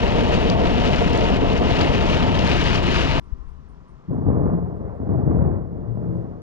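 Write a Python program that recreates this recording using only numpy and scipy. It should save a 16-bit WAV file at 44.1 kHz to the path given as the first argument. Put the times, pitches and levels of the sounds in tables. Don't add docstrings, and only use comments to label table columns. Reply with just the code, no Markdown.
import sys
import numpy as np
from scipy import signal
from scipy.fft import rfft, irfft, next_fast_len
from scipy.io import wavfile
from scipy.ndimage import uniform_filter1d

SR = 44100
rng = np.random.default_rng(int(sys.argv[2]) if len(sys.argv) > 2 else 0)


def to_wav(s):
    ch = np.atleast_2d(s).T
    pcm = np.round(np.clip(ch, -1, 1) * 32767)
    wavfile.write(sys.argv[1], SR, pcm.astype(np.int16))


N = 283115
CUT_S = 3.198
TAPS = 16384
TIME = np.arange(N) / SR
HZ = np.fft.rfftfreq(TAPS, 1 / SR) + 1e-3


def amp(db):
    return 10 ** (np.asarray(db) / 20)


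def curve(rows):
    return uniform_filter1d(np.interp(TIME, *np.transpose(rows)), size=200)


def bumps(rows, half_s):
    return sum(db * np.exp(-((TIME - s) / half_s) ** 2) for s, db in rows)


def swell(start_s, rise_s, hold_s, fade_db_per_s):
    age = TIME - start_s
    rise = np.clip(age / max(rise_s, 1e-3), 0, 1)
    return rise * amp(-fade_db_per_s * np.maximum(age - rise_s - hold_s, 0))


def spectrum(points, hz=HZ):
    f, db = np.transpose(points)
    return amp(np.interp(np.log(hz + 1), np.log(f + 1), db))


def band(lo_hz, hi_hz, order=16):
    return 1 / np.sqrt((1 + (lo_hz / HZ) ** order) * (1 + (HZ / hi_hz) ** order))


def resonances(modes):
    return amp(sum(db / (1 + (2 * (HZ - hz) / width) ** 2) for hz, width, db in modes))


def impulse(gain):
    log_gain = np.log(np.maximum(gain / gain.max(), 1e-5))
    mirrored = np.concatenate([log_gain, log_gain[-2:0:-1]])
    return np.fft.ifft(np.exp(np.conj(signal.hilbert(mirrored)))).real[:TAPS // 2]


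def steady(pair, size):
    return pair / np.sqrt(abs(uniform_filter1d(pair ** 2, size, axis=1)) + 1e-20)


def colour(pair, gain, size=6000):
    return steady(signal.oaconvolve(pair, impulse(gain)[None], axes=1)[:, :N], size)


def add(mix, s, sound):
    part = mix[max(round(s * SR), 0):][:len(sound)]
    part += sound[:len(part)]


def noise():
    return rng.standard_normal((2, N))


def flutter(rate_hz):
    hz = np.fft.rfftfreq(N, 1 / SR)
    slow = irfft(rfft(rng.standard_normal(N)) / (1 + (hz / rate_hz) ** 2), N)
    return slow / slow.std()


def fade(energy, decay_s):
    pole = np.exp(-1 / (decay_s * SR))
    return signal.lfilter([1 - pole], [1, -pole], energy)


def impacts(per_s, spread_db, crack_s, tail_s, tail_db, clump_db, clump_hz):
    size = amp(spread_db * np.minimum(rng.exponential(1, N), np.pi) + clump_db * flutter(clump_hz))
    energy = size ** 2 * (rng.random(N) < per_s / SR)
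    return np.sqrt(fade(energy, crack_s) + amp(tail_db) ** 2 * fade(energy, tail_s) + 1e-9)


def ringing(blows, gain, modes, share):
    share = np.clip(curve(share), 0, 1)
    plain = colour(blows * noise(), gain)
    rung = colour(blows * noise(), gain * resonances(modes))
    return np.sqrt(1 - share) * plain + np.sqrt(share) * rung


# (frequency [Hz], relative level [dB])
ROAD_SPECTRUM = [(7.1, -42), (12, -4.5), (48, 2), (98, -4), (200, -3.5), (260, -32), (440, -120)]


def road(level_db=-24.5):
    body = spectrum(ROAD_SPECTRUM) * band(12, 130) * resonances([(69, 3.3, 2.1)])
    return amp(level_db) * colour(noise(), body, size=3500)


# (frequency [Hz], relative level [dB])
ROOF_SPECTRUM = [(59, -30), (100, 5), (183, 1), (371, -4), (447, -6), (538, -7.5), (686, -8.5),
                 (762, -12.5), (906, -10), (1600, -27), (2080, -57), (3520, -120)]
# (frequency [Hz], bandwidth [Hz], gain [dB])
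PANEL_MODES = [(190, 28, 3), (243, 35, 3.5), (459, 76, 7.5), (603, 47, 4), (700, 69, 8.5), (920, 48, 3.5)]
# (time [s], power share [0-1])
PANEL_SHARE = [(1.6, 0.96), (2.2, 0.28)]
# (time [s], level [dB])
ROOF_LEVEL = [(0.03, -23.5), (0.16, -22), (1.68, -22), (3.13, -25), (3.17, -23.5)]


def roof(wander_db=0.42, wander_hz=8):
    blows = impacts(per_s=2200, spread_db=0, crack_s=0.00085, tail_s=0.027, tail_db=5,
                    clump_db=0.76, clump_hz=20)
    level = amp(curve(ROOF_LEVEL) + wander_db * flutter(wander_hz))
    return level * ringing(blows, spectrum(ROOF_SPECTRUM) * band(128.3, 1260), PANEL_MODES, PANEL_SHARE)


# (frequency [Hz], relative level [dB])
GLASS_SPECTRUM = [(530, -25), (900, 13), (1090, -5), (1300, -5.5), (1420, -8.5), (2220, -9), (2760, -7.5),
                  (3070, -8.5), (3380, -13), (5440, -22), (6980, -30), (7960, -40.5), (10500, -48),
                  (14100, -70.5), (15500, -85)]
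# (time [s], relative level [dB])
RAIN_FORCE = [(0.03, -36), (0.62, -37), (0.92, -34.5), (1.28, -35.5), (1.47, -38.0), (1.77, -33.5),
              (1.96, -35), (2.14, -32.5), (2.29, -37.0), (2.5, -31.5), (2.72, -31.5), (2.86, -34),
              (2.96, -29.5), (3.17, -35)]
# (time [s], change of force [dB])
RAIN_SPLASHES = [(0.345, 5), (0.865, 4), (1.815, 4.5), (2.77, 2)]
# (time [s], change of force [dB])
RAIN_LULLS = [(0.56, -5), (1.11, -3.5), (1.39, -4), (1.61, -5.5), (2.81, -4.5)]


def windscreen(spatter_db=3, spray_db=-8, spatter_follow=0.87, spray_follow=1.16,
               ring_hz=2850, ring_width_hz=450, ring_db=1.5):
    blows = impacts(per_s=4200, spread_db=3.5, crack_s=0.00042, tail_s=0.022, tail_db=-5.5,
                    clump_db=1.42, clump_hz=35)
    force = curve(RAIN_FORCE) + bumps(RAIN_SPLASHES, half_s=0.018) + bumps(RAIN_LULLS, half_s=0.022)
    usual = np.mean(force[TIME < CUT_S])
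    glass, ring = spectrum(GLASS_SPECTRUM), resonances([(ring_hz, ring_width_hz, ring_db)])
    spatter = colour(blows * noise(), glass * band(1177, 4020) * ring)
    spray = colour(blows * noise(), glass * band(3790, 16000))
    return (amp(usual + spatter_db + spatter_follow * (force - usual)) * spatter
            + amp(usual + spray_db + spray_follow * (force - usual)) * spray)


def droplets(level_db=-10.5, per_s=60, spread_db=2.5):
    size = amp(level_db + curve(RAIN_FORCE) + spread_db * np.minimum(rng.exponential(1, N), np.pi))
    hits = size * (rng.random(N) < per_s / SR)
    tick = impulse(spectrum(GLASS_SPECTRUM) * band(7000, 15000, order=12))
    out = np.zeros((2, N))
    out[0] = signal.oaconvolve(hits, tick / abs(tick).max())[:N]
    return out


# (time [s], relative ring level [dB], relative click level [dB])
DROP_HITS = [(0.4994, -17, -52), (0.8596, -25, -51), (0.9604, -28, -55), (1.1314, -26, -61),
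             (1.1764, -26, -46), (1.209, -25, -55), (1.5313, -28, -56), (1.5775, -29, -54),
             (1.812, -22, -54), (2.0568, -31, -55), (2.392, -23.5, -52.5), (2.4756, -20.5, -52),
             (2.641, -25.5, -49), (2.687, -24, -53), (2.7571, -20.5, -55)]


def fat_drops(level_db=-1.5, click_db=19, ring_hz=4700, ring_spread=0.096, width_hz=2000, ring_db=10,
              crack_s=0.0013, tail_s=0.004, tail_db=-18):
    out, t = np.zeros((2, N)), np.arange(TAPS // 16) / SR
    glass = spectrum(GLASS_SPECTRUM)
    click = impulse(glass * band(6300, 15000, order=12))
    decay = np.exp(-t / crack_s) + amp(tail_db) * np.exp(-t / tail_s)
    for s, db, sharp_db in DROP_HITS:
        hz = ring_hz * (1 + ring_spread * rng.standard_normal())
        spot = impulse(glass * band(4100, 15000, order=8) * resonances([(hz, width_hz, ring_db)]))
        ring = signal.fftconvolve(rng.standard_normal(len(t)) * decay, spot)
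        add(out[0], s, amp(db + level_db) * ring / abs(ring).max())
        add(out[0], s, amp(sharp_db + click_db) * click / abs(click).max())
    return out


# (frequency [Hz], relative level [dB])
TRAFFIC_SPECTRUM = [(76, -27.5), (130, 4), (190, -1.5), (313, -11), (414, -11), (542, -23), (872, -24),
                    (1010, -13), (1660, -29.5), (2150, -27.5), (2400, -35.5), (3120, -61), (5280, -120)]
# (frequency [Hz], relative level [dB])
HISS_SPECTRUM = [(1290, -30), (2200, 1), (3740, -7), (5680, -8), (7280, -15), (8020, -20.5), (8900, -24.5),
                 (11100, -31), (15000, -34)]
# (time [s], level [dB])
HISS_ENVELOPE = [(3.25, -75.5), (4.17, -77), (4.83, -80), (5.26, -77), (5.57, -83), (6.17, -77), (6.4, -79)]


def traffic_and_hiss(traffic_db=-51.5, tyres_db=-61, nearest_s=4.1, tyres_db_per_s=14):
    traffic = amp(traffic_db) * colour(noise(), spectrum(TRAFFIC_SPECTRUM) * band(110, 2000))
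    passing = amp(tyres_db - tyres_db_per_s * abs(TIME - nearest_s))
    tyres = passing * colour(noise(), band(350, 950, order=6))
    hiss = amp(curve(HISS_ENVELOPE)) * colour(noise(), spectrum(HISS_SPECTRUM) * band(2400, 18000))
    return traffic + tyres + hiss


# (frequency [Hz], relative level [dB])
GUST_SPECTRUM = [(7.1, -24.5), (12, 1), (27, -10.5), (38, -3), (61, -1.5), (107, -21.5), (250, -38),
                 (320, -63.5), (550, -120)]
# (time [s], peak level [dB], frequency [Hz])
WIND_BUFFET = (3.331, -22, 46)


def wind(level_db=-37, lump_db=2, lump_hz=12):
    gust = amp(level_db + lump_db * flutter(lump_hz))
    gust *= swell(start_s=3.176, rise_s=0.15, hold_s=0.08, fade_db_per_s=26)
    out = gust * colour(noise(), spectrum(GUST_SPECTRUM) * band(10, 130), size=4000)
    s, db, hz = WIND_BUFFET
    phase = 2 * np.pi * hz * (TIME - s)
    out[0] -= amp(db) * phase * np.exp((1 - phase ** 2) / 2)
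    return out


# (time [s], relative level [dB])
WING_STROKES = [(3.2344, -74), (3.487, -74), (3.689, -73), (3.8851, -73), (4.1375, -72), (4.4348, -77),
                (4.7591, -79), (4.9504, -77), (5.1332, -77), (5.2944, -77.5), (5.5344, -80), (5.9389, -79),
                (6.1449, -76.5)]


def cricket(level_db=-6, pitch_hz=8850, width_hz=230, decay_s=0.032, rise_s=0.005, rasp_db=-15):
    strokes, t = np.zeros(N), np.arange(TAPS // 4) / SR
    stroke = np.minimum(t / rise_s, 1) * np.exp(-t / decay_s)
    for s, db in WING_STROKES:
        add(strokes, s - rise_s, amp(db + level_db) * stroke)
    wing = 1 / (1 + ((HZ - pitch_hz) / width_hz) ** 2) + amp(rasp_db) * band(8500, 10200, order=40)
    return strokes * colour(noise(), wing)


# (frequency [Hz], relative level [dB])
THUNDER_SPECTRUM = [(8.8, -45.5), (15, -24.5), (27, -7), (109, 2.5), (176, -1), (266, -6.5), (298, -9),
                    (419, -13.5), (564, -21.5), (677, -23), (890, -32), (1120, -35.5), (1200, -39.5),
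                    (1850, -50.5), (3500, -80), (4550, -105), (7700, -120)]
# (start [s], rise [s], hold [s], decay [dB/s],
# boom level [dB], sub-bass level [dB], crackle level [dB])
THUNDER_PEALS = [(4.077, .02, 0.15, 51, -26.5, -39, -39), (4.229, .05, .2, 40, -23, -29, -31.5),
                 (4.778, .03, .06, 39.5, -39.5, -36, -39.5), (4.994, .01, .06, 48, -30, -42, -38.5),
                 (5.068, 0.028, 0.12, 60, -24, -31.5, -34), (5.252, .03, 0.18, 63.5, -22, -25, -31.5),
                 (5.68, 0.052, 0.17, 26, -34, -39.5, -43), (5.949, .05, 0.16, 37, -32, -39, -40)]
# (time [s], power share [0-1])
NEAR_SHARE = [(4.4, 0.83), (4.7, .3), (5.3, 0.04)]
# (frequency [Hz], bandwidth [Hz], gain [dB])
CABIN_MODES = [(177.5, 17, 9), (327.7, 18, 10)]
# (time [s], power share [0-1])
CABIN_SHARE = [(5.4, 0.18), (5.9, .6)]


def thunder(crackle_lag_s=0.013, bark_hz=1080, bark_width_hz=550, bark_db=7):
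    fronts = impacts(per_s=1300, spread_db=1.5, crack_s=0.0005, tail_s=0.023, tail_db=-0.5,
                     clump_db=1.5, clump_hz=25)
    power = sum((amp(levels)[:, None] * swell(s, rise, hold, fall)) ** 2
                for s, rise, hold, fall, *levels in THUNDER_PEALS)
    boom, depth, crackle = np.sqrt(power)
    roll = spectrum(THUNDER_SPECTRUM)
    sub = depth * colour(fronts * noise(), roll * band(15, 90), size=3000)
    body = boom * steady(ringing(fronts, roll * band(90, 367), CABIN_MODES, CABIN_SHARE), size=2200)
    rasp = ringing(fronts, roll * band(389, 3000), [(bark_hz, bark_width_hz, bark_db)], NEAR_SHARE)
    crackle = np.interp(TIME - crackle_lag_s, TIME, crackle)
    return sub + body + crackle * steady(rasp, size=2200)


# (time [s], relative peak level [dB])
SHOCK_FRONTS = [(4.115, -20), (4.147, -21), (4.266, -13.5), (4.287, -10), (4.302, -9.5), (4.374, -12.5),
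                (4.414, -16), (4.466, -14), (4.551, -15), (4.628, -21), (4.827, -25), (5.001, -18.5),
                (5.092, -15.5), (5.276, -11), (5.37, -12.5), (5.419, -13), (5.482, -15.5), (5.762, -26),
                (5.973, -22.5)]


def claps(level_db=-2, snap_hz=700, snap_width_hz=700, snap_db=5):
    snap = resonances([(snap_hz, snap_width_hz, snap_db)])
    thud = impulse(spectrum(THUNDER_SPECTRUM) * band(100, 1400, order=6) * snap)
    out = np.zeros((2, N))
    for s, db in SHOCK_FRONTS:
        add(out[0], s, amp(db + level_db) * thud / abs(thud).max())
    return out


# (start [s], duration [s], frequency [Hz], level [dB])
BOOM_NOTES = [(4.4, .3, 176, -26), (5.141, .14, 138, -26.5), (5.803, .46, 114.7, -30),
              (6.0, .23, 172, -34.5), (6.01, 0.23, 323.3, -40)]


def booms(edge_s=0.083, drift=0.012, waver_db=1.5, waver_hz=10):
    out = np.zeros((2, N))
    for s, length, hz, db in BOOM_NOTES:
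        gate = np.clip(np.minimum(TIME - s, s + length - TIME) / edge_s, 0, 1)
        cycles = np.cumsum(hz * (1 + drift * flutter(waver_hz))) / SR
        level = amp(db + waver_db * flutter(waver_hz))
        out[0] += level * gate * np.sqrt(2) * np.sin(2 * np.pi * cycles)
    return out


# (frequency [Hz], level relative to left [dB])
RIGHT_COHERENT = [(105, -34), (130, -10), (160, -3.5), (300, 0.5), (550, 3), (1000, 1), (1800, -4.5),
                  (3100, -8.5), (4200, -16), (5200, -43)]
# (frequency [Hz], level relative to left [dB])
DRIVE_INCOHERENT = [(90, -23.5), (500, -22), (2800, -15.5), (5000, -28.5), (7000, -25.5), (10000, -24),
                    (14000, -15)]
# (frequency [Hz], level relative to left [dB])
ROADSIDE_INCOHERENT = [(60, -23), (200, -18), (1000, -23.5), (3000, -9), (6000, -14), (11000, -10.5)]


def stereo(pair, incoherent):
    size = next_fast_len(N + TAPS)
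    hz = np.fft.rfftfreq(size, 1 / SR)
    left, other = rfft(pair, size)
    early, loose = spectrum(RIGHT_COHERENT, hz), spectrum(incoherent, hz)
    right = 1j * early * left + loose * other
    centre_gain = np.sqrt(1 + early ** 2 + loose ** 2) / 2
    return irfft(np.array([left, right]) / centre_gain, size)[:, :N]


def scene():
    drive = road() + roof() + windscreen() + fat_drops() + droplets()
    roadside = traffic_and_hiss() + wind() + cricket() + thunder() + booms() + claps()
    return np.where(TIME < CUT_S, stereo(drive, DRIVE_INCOHERENT), stereo(roadside, ROADSIDE_INCOHERENT))


def record(dry, edge_hz=15200):
    low_pass = signal.firwin(511, edge_hz, window=("kaiser", 9), fs=SR)
    return signal.oaconvolve(dry, low_pass[None], "same")


dry = scene()
out = record(dry)
to_wav(out)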